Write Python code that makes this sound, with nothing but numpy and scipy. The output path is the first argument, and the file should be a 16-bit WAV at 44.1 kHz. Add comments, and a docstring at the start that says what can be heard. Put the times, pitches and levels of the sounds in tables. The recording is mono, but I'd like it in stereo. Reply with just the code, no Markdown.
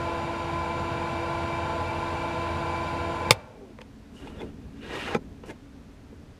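"""Extractor fan and vent slider in a caravan

A small fan hums, with tones at multiples of its shaft speed over turbulent air, until a finger snaps
a rocker switch and the rotor coasts down. The finger peels off the switch. A hand takes the tab of a
plastic vent slider, drags it to the end stop and lets go: impacts ring the modes of the plastic,
friction scrapes and squeaks. A low cabin rumble, a thin hum and a faint hiss lie below."""
import sys
import numpy as np
from scipy import signal
from scipy.fft import rfft, irfft
from scipy.io import wavfile

SR = 44100
rng = np.random.default_rng(int(sys.argv[2]) if len(sys.argv) > 2 else 0)


def master(y):
    """Save y as 16-bit WAV."""
    cut = np.clip(np.atleast_2d(y).T, -1, 1)
    pcm = np.round(cut * 32767)  # scale
    wavfile.write(sys.argv[1], SR, pcm.astype(np.int16))


N = 281799
TIME = np.arange(N) / SR
HZ = np.maximum(np.fft.rfftfreq(N, 1 / SR), 1)

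# Stereo width of the fan. Each row: frequency in Hz, side minus mid in dB.
FAN_WIDTH = [(60, -58), (110, -59), (200, -31.5), (380, -21), (700, -42), (1290, -18.5), (2380, -17.5),
             (4390, -5), (8100, -1), (15000, 16)]
# Stereo width of nearby sources, before any trim. Each row: frequency in Hz, side minus mid in dB.
NEAR_WIDTH = [(60, -53.5), (130, -33), (290, -24.5), (640, -25), (1410, -17.5), (3090, -11.5), (6800, -0.5),
              (15000, 5.5)]


def amp(db):
    """Amplitude ratio: a factor of ten for every 20 dB."""
    return 10 ** (np.asarray(db) / 20)


def unit_rms(x):
    """Normalisation to unit mean power."""
    return x / np.sqrt(np.mean(x ** 2) + 1e-20)


def spectrum_db(points):
    """Spectral envelope: (Hz, dB) points interpolated over log frequency at every bin."""
    hz, db = np.transpose(points)
    return np.interp(np.log(HZ), np.log(hz), db)


def resonance(hz, width_hz, at_hz=HZ):
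    """Magnitude response of a damped resonator, 1 at its centre, with the given half-power width."""
    return 1 / np.sqrt(1 + (2 * (at_hz - hz) / width_hz) ** 2)


def peaks_db(rows):
    """Lorentzian peaks and dips, summed in dB at every bin."""
    return sum(db * resonance(hz, width) ** 2 for hz, width, db in rows)


def drift(rate):
    """Low-pass random fluctuation of unit spread, changing about rate times a second."""
    step, settle = 40, 2000
    pole = np.exp(-2 * np.pi * rate * step / SR)
    noise = rng.standard_normal(N // step + settle + 2)
    slow = signal.lfilter([1], [1, -2 * pole, pole ** 2], noise)[settle:]
    return np.interp(np.arange(N) / step, np.arange(len(slow)), unit_rms(slow))


def swell_db(start, rise_s, hold_s, fade_s):
    """Exponential envelope in dB: gains 20 per rise_s up to 0 at start, holds, loses 20 per fade_s."""
    rising = (start - TIME) / rise_s
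    fading = (TIME - start - hold_s) / fade_s
    return -20 * np.maximum(np.maximum(rising, fading), 0)


def stereo_noise(colour_db, width):
    """Partly coherent noise of unit rms: independent mid and side signals share one colour."""
    mid, side = rfft(rng.standard_normal((2, N)))
    side = amp(spectrum_db(width)) * side * [[1], [-1]]
    return unit_rms(irfft(amp(colour_db) * (mid + side), N))


def spread(x, width, trim_db=0, lag_s=.0006):
    """Mid-side stereo: a delayed, filtered copy adds on the left and subtracts on the right."""
    delay = np.exp(-2j * np.pi * HZ * lag_s)
    side = irfft(rfft(x) * delay * amp(spectrum_db(width) + trim_db), N)
    return x + side * [[1], [-1]]


def air_stream(colour_db, halvings, drive_lost):
    """Turbulence noise filtered by the housing; each halving of speed leaves it weaker and duller."""
    db_per_halving, treble_db_per_halving, treble_hz = -27, -12.5, 1300
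    air = stereo_noise(colour_db, FAN_WIDTH)
    duct_band = irfft(rfft(air) * resonance(890, width_hz=140) ** 2, N)
    air = air + (amp(2 * drift(rate=3)) - 1) * duct_band   # one duct resonance swells unevenly
    bass = signal.sosfiltfilt(signal.butter(2, treble_hz, fs=SR, output="sos"), air)
    treble_db = treble_db_per_halving * halvings - drive_lost
    level_db = -32 - 5.5 * drive_lost + db_per_halving * halvings + .27 * drift(rate=.73)
    return amp(level_db) * (bass + amp(treble_db) * (air - bass))


def rotor_tones(colour_db, turns_per_s, coasting_s, drive_lost):
    """Harmonics of the shaft rate glide down with it, swelling as they cross fixed resonances."""
    # Every fourth order is a blade-rate harmonic. Each row: multiple of the shaft rate, level in dB.
    orders = [(1, -41), (2, -64.5), (3, -66), (4, -39.5), (5, -53.5), (6, -53), (7, -62.5), (8, -42.5),
              (9, -63), (10, -61), (12, -37.5), (13, -71), (15, -64), (16, -52), (20, -56), (23, -71),
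              (32, -63.5), (34, -60), (38, -67.5), (51, -67.5), (52, -68.5), (54, -70), (55, -71),
              (58, -77), (60, -79.5), (83, -67.5), (89, -83)]
    # Orders that outlast the motor current. Each entry: multiple, level change in dB when coasting.
    coasting_db = {5: -6, 6: -8, 7: 2, 8: -5, 9: 11, 10: 13, 12: -12, 13: 14, 15: 8, 16: -3}
    driven_drop_db = -18   # all other orders
    fade_below_turns_per_s, fade_db_per_turn_per_s = 42.7, 8
    unsteady = 1 + .0008 * drift(rate=5) + .012 * (coasting_s > 0) * drift(rate=40)
    shaft_angle = 2 * np.pi * np.cumsum(turns_per_s * unsteady) / SR
    waver_db = [1.3 * drift(rate=5) for _ in range(4)]
    flicker_db = [4 * drift(rate=22) for _ in range(6)]
    phases = rng.uniform(0, 2 * np.pi, len(orders))
    unpowered = np.clip(coasting_s / .024, 0, 1)
    tones = np.zeros(N)
    for i, (order, db) in enumerate(orders):
        hz = order * turns_per_s
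        housing_db = .3 * (np.interp(hz, HZ, colour_db) - np.interp(hz[0], HZ, colour_db))
        panel_db = 14 * resonance(375, width_hz=100, at_hz=hz) ** 2
        change_db = flicker_db[i % 6] + housing_db + panel_db + coasting_db.get(order, driven_drop_db)
        level_db = db + waver_db[i % 4] + unpowered * change_db
        tones += amp(level_db) * np.sin(order * shaft_angle + phases[i])
    slow_loss_db = fade_db_per_turn_per_s * np.maximum(fade_below_turns_per_s - turns_per_s, 0)
    return spread(np.sqrt(2) * amp(-15 * drive_lost - slow_loss_db) * tones, FAN_WIDTH)


def fan():
    """A rotor radiates broadband noise and tones; without power its speed decays exponentially."""
    # Spectrum of the air stream. Each row: frequency in Hz, relative level in dB.
    turbulence = [(12, -38.5), (20, -12), (80, -4.5), (290, -2), (400, -7.5), (1000, -7), (1300, -13.5),
                  (2000, -14.5), (5000, -31), (10700, -38.5), (12800, -48), (14500, -69)]
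    # Housing and duct resonances, and the gaps between. Each row: centre in Hz, width in Hz, gain in dB.
    housing = [(90, 47, 7), (151, 60, 6), (489.4, 63, 10.5), (646, 90, 8), (797.5, 15, 5.5), (870, 71, 9),
               (996, 390, 5.5), (1394, 80, 10.5), (1557, 130, 7), (2319, 200, 11), (2335, 16, 9.5),
               (3090, 120, 10), (2670, 150, 9), (3380, 88, 5.5), (3705, 260, 11), (3948, 63, 9),
               (4250, 60, 10.5), (4590, 68, 10.5), (4895, 270, 8.5), (6000, 56, 1.5), (5780, 140, 8),
               (6930, 100, 7), (7465, 140, 6)]
    gaps = [(195, 25, -4), (310, 40, -5), (390, 50, -6), (550, 40, -4), (725, 40, -7), (1260, 60, -10),
            (1645, 30, -6), (1870, 50, -7), (2210, 50, -9), (2470, 60, -3), (3070, 50, -8), (3520, 90, -7),
            (3850, 70, -5), (4180, 80, -4), (5360, 60, -4)]
    running_turns_per_s, power_off_s, coast_decay_s = 84.45, 3.315, .59
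    coasting_s = np.maximum(TIME - power_off_s, 0)
    turns_per_s = running_turns_per_s * np.exp(-coasting_s / coast_decay_s)
    halvings = np.log2(running_turns_per_s / turns_per_s)
    drive_lost = 1 - np.exp(-coasting_s / .028)
    colour_db = spectrum_db(turbulence) + peaks_db(housing + gaps)
    air = air_stream(colour_db, halvings, drive_lost)
    return air + rotor_tones(colour_db, turns_per_s, coasting_s, drive_lost)


def cabin():
    """Ambient noise floor: a shifting rumble, a pure hum that dies away late, and a steady hiss."""
    # Course of the rumble. Each row: time in seconds, level in dB.
    rumble_course = [(3.3, -51.5), (3.9, -49), (4.3, -43.5), (4.7, -43.5), (5.3, -44), (5.7, -48.5),
                     (6.39, -47)]
    # Spectrum of the rumble. Each row: frequency in Hz, relative level in dB.
    rumble_spectrum = [(12, -37), (20, -13), (59, -0.5), (140, -7), (220, -7), (280, -4), (350, -16.5),
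                       (410, -12), (500, -19.5), (800, -30), (1500, -58)]
    # Two faint hums in the rumble and a gap above them. Each row: centre in Hz, width in Hz, gain in dB.
    rumble_peaks = [(217.5, 20, 4), (283, 16, 5), (315, 24, -8)]
    # Stereo width of the cabin noise. Each row: frequency in Hz, side minus mid in dB.
    width = [(25, -55.5), (60, -41.5), (150, -26), (380, -7.5), (950, -2.5), (2380, -1), (5960, -1),
             (15000, 4)]
    hum_hz, hum_ends_s, hiss_db = 219.3, 5.2, -57.5
    rumble_db = np.interp(TIME, *np.transpose(rumble_course)) + .6 * drift(rate=5)
    rumble = amp(rumble_db) * stereo_noise(spectrum_db(rumble_spectrum) + peaks_db(rumble_peaks), width)
    hum_db = -56.5 + swell_db(0, 1, hold_s=hum_ends_s, fade_s=.3) + 2 * drift(rate=3)
    hum = amp(hum_db) * np.sqrt(2) * np.sin(2 * np.pi * hum_hz * TIME)
    hiss_colour = spectrum_db([(200, -3.5), (600, -1.5), (1500, -6), (2500, -10), (6000, -17.5),
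                               (11700, -28), (15400, -36)])
    return rumble + hum + amp(hiss_db) * stereo_noise(hiss_colour, width)


def strike(contacts, modes, trim_db, crack_db, rise_s):
    """Modal impact: each contact excites damped sinusoids and a noise crack, low-passed at its cutoff."""
    out = np.zeros(N)
    t = TIME[:SR // 4]
    scatter_db = rng.normal(0, 2, (len(contacts), len(modes)))
    noise = signal.lfilter([1, -1], [1, -.9], rng.standard_normal((len(contacts), len(t))))
    cracks = noise * amp(crack_db - 60 * t / .006)
    attack = 1 - np.exp(-t / rise_s)
    for (start, db, cutoff_hz), mode_db, crack in zip(contacts, scatter_db, cracks):
        # neighbouring modes start in opposite directions
        ring = sum((-1) ** k * amp(level + mode_db[k] - 60 * t / t60) * np.sin(2 * np.pi * hz * t)
                   for k, (hz, level, t60) in enumerate(modes))
        impact = signal.lfilter(*signal.butter(2, cutoff_hz, fs=SR), (ring + crack) * attack)
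        i = round(start * SR)
        out[i:i + len(t)] += (amp(db + trim_db) * impact)[:N - i]
    return out


def fading_clicks(start, length_s, first_db, cutoff_hz, loss_db=12, count=20):
    """Jittered impulse train: rows for strike that give a brief, fading burst of tiny clicks."""
    progress = (np.arange(count) + rng.random(count)) / count
    levels_db = first_db - loss_db * progress + rng.normal(0, 2, count)
    return [(s, db, cutoff_hz) for s, db in zip(start + length_s * progress, levels_db)]


def rocker_switch():
    """Impulsive excitation: the snap, then the departing fingertip, ring the switch and its panel."""
    # Contacts of the snap and of the fingertip peeling off.
    # Each row: start in seconds, relative level in dB, cutoff in Hz.
    snap_contacts = [(3.3058, -23.5, 2430), (3.3068, -17, 5000), (3.3075, -13.5, 6840), (3.3082, 3.5, 5500),
                     (3.3090, -3.5, 3500), (3.3133, -16.5, 5000), (3.3175, -24.5, 3000),
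                     (3.3225, -29, 9000)]
    release_contacts = [(3.7872, -24, 1280), (3.8075, -33, 1500), (3.8100, -38, 2500), (3.8135, -38, 3500),
                        (3.8155, -29.5, 3000), (3.8190, -44, 2000)]
    # Modes of switch and panel. Each row: frequency in Hz, relative level in dB, T60 in seconds.
    modes = [(97.9, -25, 0.12), (119, -14.5, 0.06), (246, -28.5, 0.029), (400, -23.5, 0.03),
             (505, -7, 0.034), (620, -14, 0.03), (730, -16, 0.025), (880, -18.5, 0.067), (982, -10, 0.015),
             (1200, -13, 0.011), (1770, -6.5, 0.008), (2150, 5, 0.006), (2440, -5.5, 0.015),
             (2720, 0.5, 0.0051), (3140, -3.5, .012), (3580, -4, 0.01), (4200, -11.5, 0.006),
             (5250, -17, 0.016), (6200, -8, 0.0092), (7700, -20.5, 0.011), (9000, -22, .007),
             (11660, -24, 0.016), (13000, -18.5, .005), (14600, -3.5, .012)]
    # a brief, bright, fading fizz just after the snap
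    snap_fizz = fading_clicks(3.311, length_s=.021, first_db=-30, cutoff_hz=12000)
    snap = strike(snap_contacts + snap_fizz, modes, trim_db=-3.5, crack_db=9.5, rise_s=.0001)
    return snap + strike(release_contacts, modes, trim_db=-5, crack_db=15.5, rise_s=.00093)


def rubbing():
    """Sliding friction: dense small slips excite the rail resonances, with hood rumble and skin hiss."""
    # Resonances of the rail. Each row: centre in Hz, width in Hz, relative level in dB.
    rail = [(876, 240, 1), (1400, 160, -2.5), (1636, 22, 2.5), (1900, 50, -1), (2420, 160, -6),
            (2830, 120, -1.5), (3700, 380, -11), (4970, 270, -28), (6470, 350, -24)]
    # Strokes on tab and rail. Each row: time of full level, rise, hold and fade in seconds,
    # scrape level in dB, then rumble and hiss in dB relative to the scrape.
    strokes = [(4.156, .03, 0.043, .06, -68, -7, 4), (4.26, 0.12, .005, 0.2, -51, 6, -13.5),
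               (4.413, 0.053, 0.0056, 0.072, -47.5, 11, -15.5), (4.83, 0.03, 0.053, .1, -62.5, 11, -33),
               (4.924, 0.091, 0.048, 0.17, -38, -1.5, -39), (4.988, 0.23, 0.06, 0.13, -42, -20, -12),
               (5.068, 0.022, 0.022, 0.7, -36.5, -2, -28), (5.436, 0.0036, .004, 0.04, -54, 3, -29),
               (5.46, 0.0065, 0.05, .02, -61, -5, 1.5), (5.501, 0.053, .004, 0.042, -51.5, 13.5, -25)]
    brightening_s, end_stop_s, tilt_db_per_octave_s = 4.52, 5.146, 10
    slip_spread_db, scrape_top_hz, skin_top_hz = 3, 6000, 12700
    noise = rng.standard_normal((3, N))
    slip_sizes = amp(slip_spread_db * np.minimum(rng.exponential(1, N), 4))
    rail_slips, hood_slips, skin_slips = rfft(noise * slip_sizes)
    rail_slips = rail_slips / (1 + (HZ / scrape_top_hz) ** 2)
    # the first touches sound duller; the drag and later touches sound brighter
    tilt_db = tilt_db_per_octave_s * np.clip(TIME - brightening_s, -.15, .15)
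    scrape = np.zeros(N)
    for hz, width, db in rail:
        catching_db = 4 * drift(rate=15)   # each resonance catches and lets go on its own
        band = irfft(rail_slips * resonance(hz, width), N)
        scrape += amp(db + tilt_db * np.log2(hz / 2000) + catching_db) * band
    scrape = unit_rms(scrape)
    rumble = unit_rms(irfft(hood_slips * resonance(380, width_hz=350) ** 2, N))
    skin_band = resonance(5600, width_hz=11500) ** 2 / (1 + (HZ / skin_top_hz) ** 8)
    hiss = unit_rms(irfft(skin_slips * skin_band, N))
    stop_db = swell_db(0, 1, hold_s=end_stop_s, fade_s=.006)   # the end stop cuts off earlier strokes
    out = np.zeros(N)
    for start, rise_s, hold_s, fade_s, db, rumble_db, hiss_db in strokes:
        level_db = db + swell_db(start, rise_s, hold_s, fade_s) + stop_db * (start < end_stop_s)
        out += amp(level_db) * (scrape + amp(rumble_db) * rumble + amp(hiss_db) * hiss)
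    return out * amp(.8 * drift(rate=30))


def fingertip_squeaks():
    """Stick-slip oscillation of skin on the tab gives a narrow band of noise around each pitch."""
    # Each row: time of full level in seconds, hold in seconds, pitch in Hz, level in dB.
    squeaks = [(4.166, 0.024, 2880, -55), (4.225, .03, 2870, -63), (4.3, 0.047, 2890, -63),
               (4.4, 0.0093, 3430, -53), (5.496, 0.012, 1700, -49.5), (5.498, 0.011, 2380, -59)]
    half_width_hz = 130
    lowpass = signal.butter(2, half_width_hz, fs=SR, output="sos")
    in_phase, quadrature = signal.sosfilt(lowpass, rng.standard_normal((2, N)))
    out = np.zeros(N)
    for start, hold_s, hz, db in squeaks:
        phase = 2 * np.pi * hz * TIME
        band = unit_rms(in_phase * np.cos(phase) + quadrature * np.sin(phase))
        out += amp(db + swell_db(start, rise_s=.02, hold_s=hold_s, fade_s=.022)) * band
    return out


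def slider_knocks():
    """Impacts ring the modes of slider and hood; the hardest, at the end stop, leaves a rattle."""
    # Each row: start in seconds, relative level in dB, cutoff in Hz.
    knocks = [(4.262, -42, 790), (4.428, -31, 999), (5.1465, -17, 5000), (5.148, -13, 2980),
              (5.1505, -19, 3500), (5.160, -21, 1210), (5.4345, -38, 3000), (6.126, -38, 500)]
    # Modes of slider and hood. Each row: frequency in Hz, relative level in dB, T60 in seconds.
    modes = [(107, -20, 0.12), (159, -8, 0.07), (236, -5, 0.059), (354, -9, 0.078), (442.4, -0.5, 0.032),
             (528, -2.5, 0.016), (853, -11, 0.038), (1000, -11.5, 0.056), (1318, -15, 0.039),
             (1535, -15, 0.016), (1750, -19, 0.017), (1970, -22, 0.025), (2370, -8, 0.015),
             (3540, -20, 0.02), (3930, -21, 0.016), (4930, -20, 0.016), (6400, -12, 0.012),
             (8600, -42, .01)]
    stop_rattle = fading_clicks(5.149, length_s=.024, first_db=-28, cutoff_hz=5000)
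    return strike(knocks + stop_rattle, modes, trim_db=1, crack_db=-2, rise_s=.00059)


def fingernail_ticks():
    """Light impacts of a fingernail set the tab into brief, damped free vibration."""
    # Each row: start in seconds, relative level in dB, cutoff in Hz.
    ticks = [(4.272, -30, 5000), (4.278, -31, 4000), (4.410, -30.5, 6000), (4.417, -25, 4920),
             (5.078, -23, 3000), (5.500, -31, 3000), (5.508, -29, 3000)]
    # Modes of the tab. Each row: frequency in Hz, relative level in dB, T60 in seconds.
    modes = [(890, 7, 0.029), (1650, -16, 0.027), (2100, -1.5, 0.04), (2500, -3.5, 0.031),
             (2800, -7, 0.021), (3400, 0, 0.02)]
    return strike(ticks, modes, trim_db=-12.5, crack_db=7, rise_s=.00092)


def cabin_reverberation(x):
    """Diffuse field of a small padded cabin: a short tail, wider and sooner absorbed in the treble."""
    # Colour of the tail. 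Each row: frequency in Hz, gain in dB.
    colour = [(100, -29), (500, -8), (2000, -11), (6000, -9), (15000, -8)]
    # Decay of the three bands. Each row: nominal frequency in Hz, T60 in seconds.
    decays = [(300, .1), (1500, .06), (6000, .05)]
    edges_hz, first_return_s, wider_db = [60, 700, 3000, 16000], .0048, 10
    t = TIME[:SR // 5]
    tail = np.zeros((2, len(t)))
    for low, high, (_, t60) in zip(edges_hz, edges_hz[1:], decays):
        bandpass = signal.butter(2, [low, high], "band", fs=SR, output="sos")
        band = signal.sosfilt(bandpass, rng.standard_normal(tail.shape))
        decay = amp(-60 * t / t60) / np.sqrt(t60 * SR / 14)   # about unit energy
        tail += band * decay * (t > first_return_s)
    mid, side = rfft(tail, N)
    side = side * np.minimum(amp(spectrum_db(NEAR_WIDTH) + wider_db), 2)
    return irfft(rfft(x) * amp(spectrum_db(colour)) * (mid + side * [[1], [-1]]), N)


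def scene():
    """Superposition of the fan, the direct and reverberant sound of switch and slider, and the cabin."""
    switch = rocker_switch()
    slider = slider_knocks() + fingernail_ticks() + rubbing() + fingertip_squeaks()
    # the switch lies nearer the microphone axis, so its image is narrower
    direct = spread(switch, NEAR_WIDTH, trim_db=-10.5) + spread(slider, NEAR_WIDTH)
    return fan() + direct + cabin_reverberation(switch + slider) + cabin()


def record(dry):
    """Overload and band limiting: the snap clips at full scale, and a steep low-pass cuts the top."""
    stopband_hz = 15500
    lowpass = signal.cheby2(24, 80, stopband_hz, fs=SR, output="sos")
    return signal.sosfilt(lowpass, np.clip(dry, -1, 1))


dry = scene()
out = record(dry)
master(out)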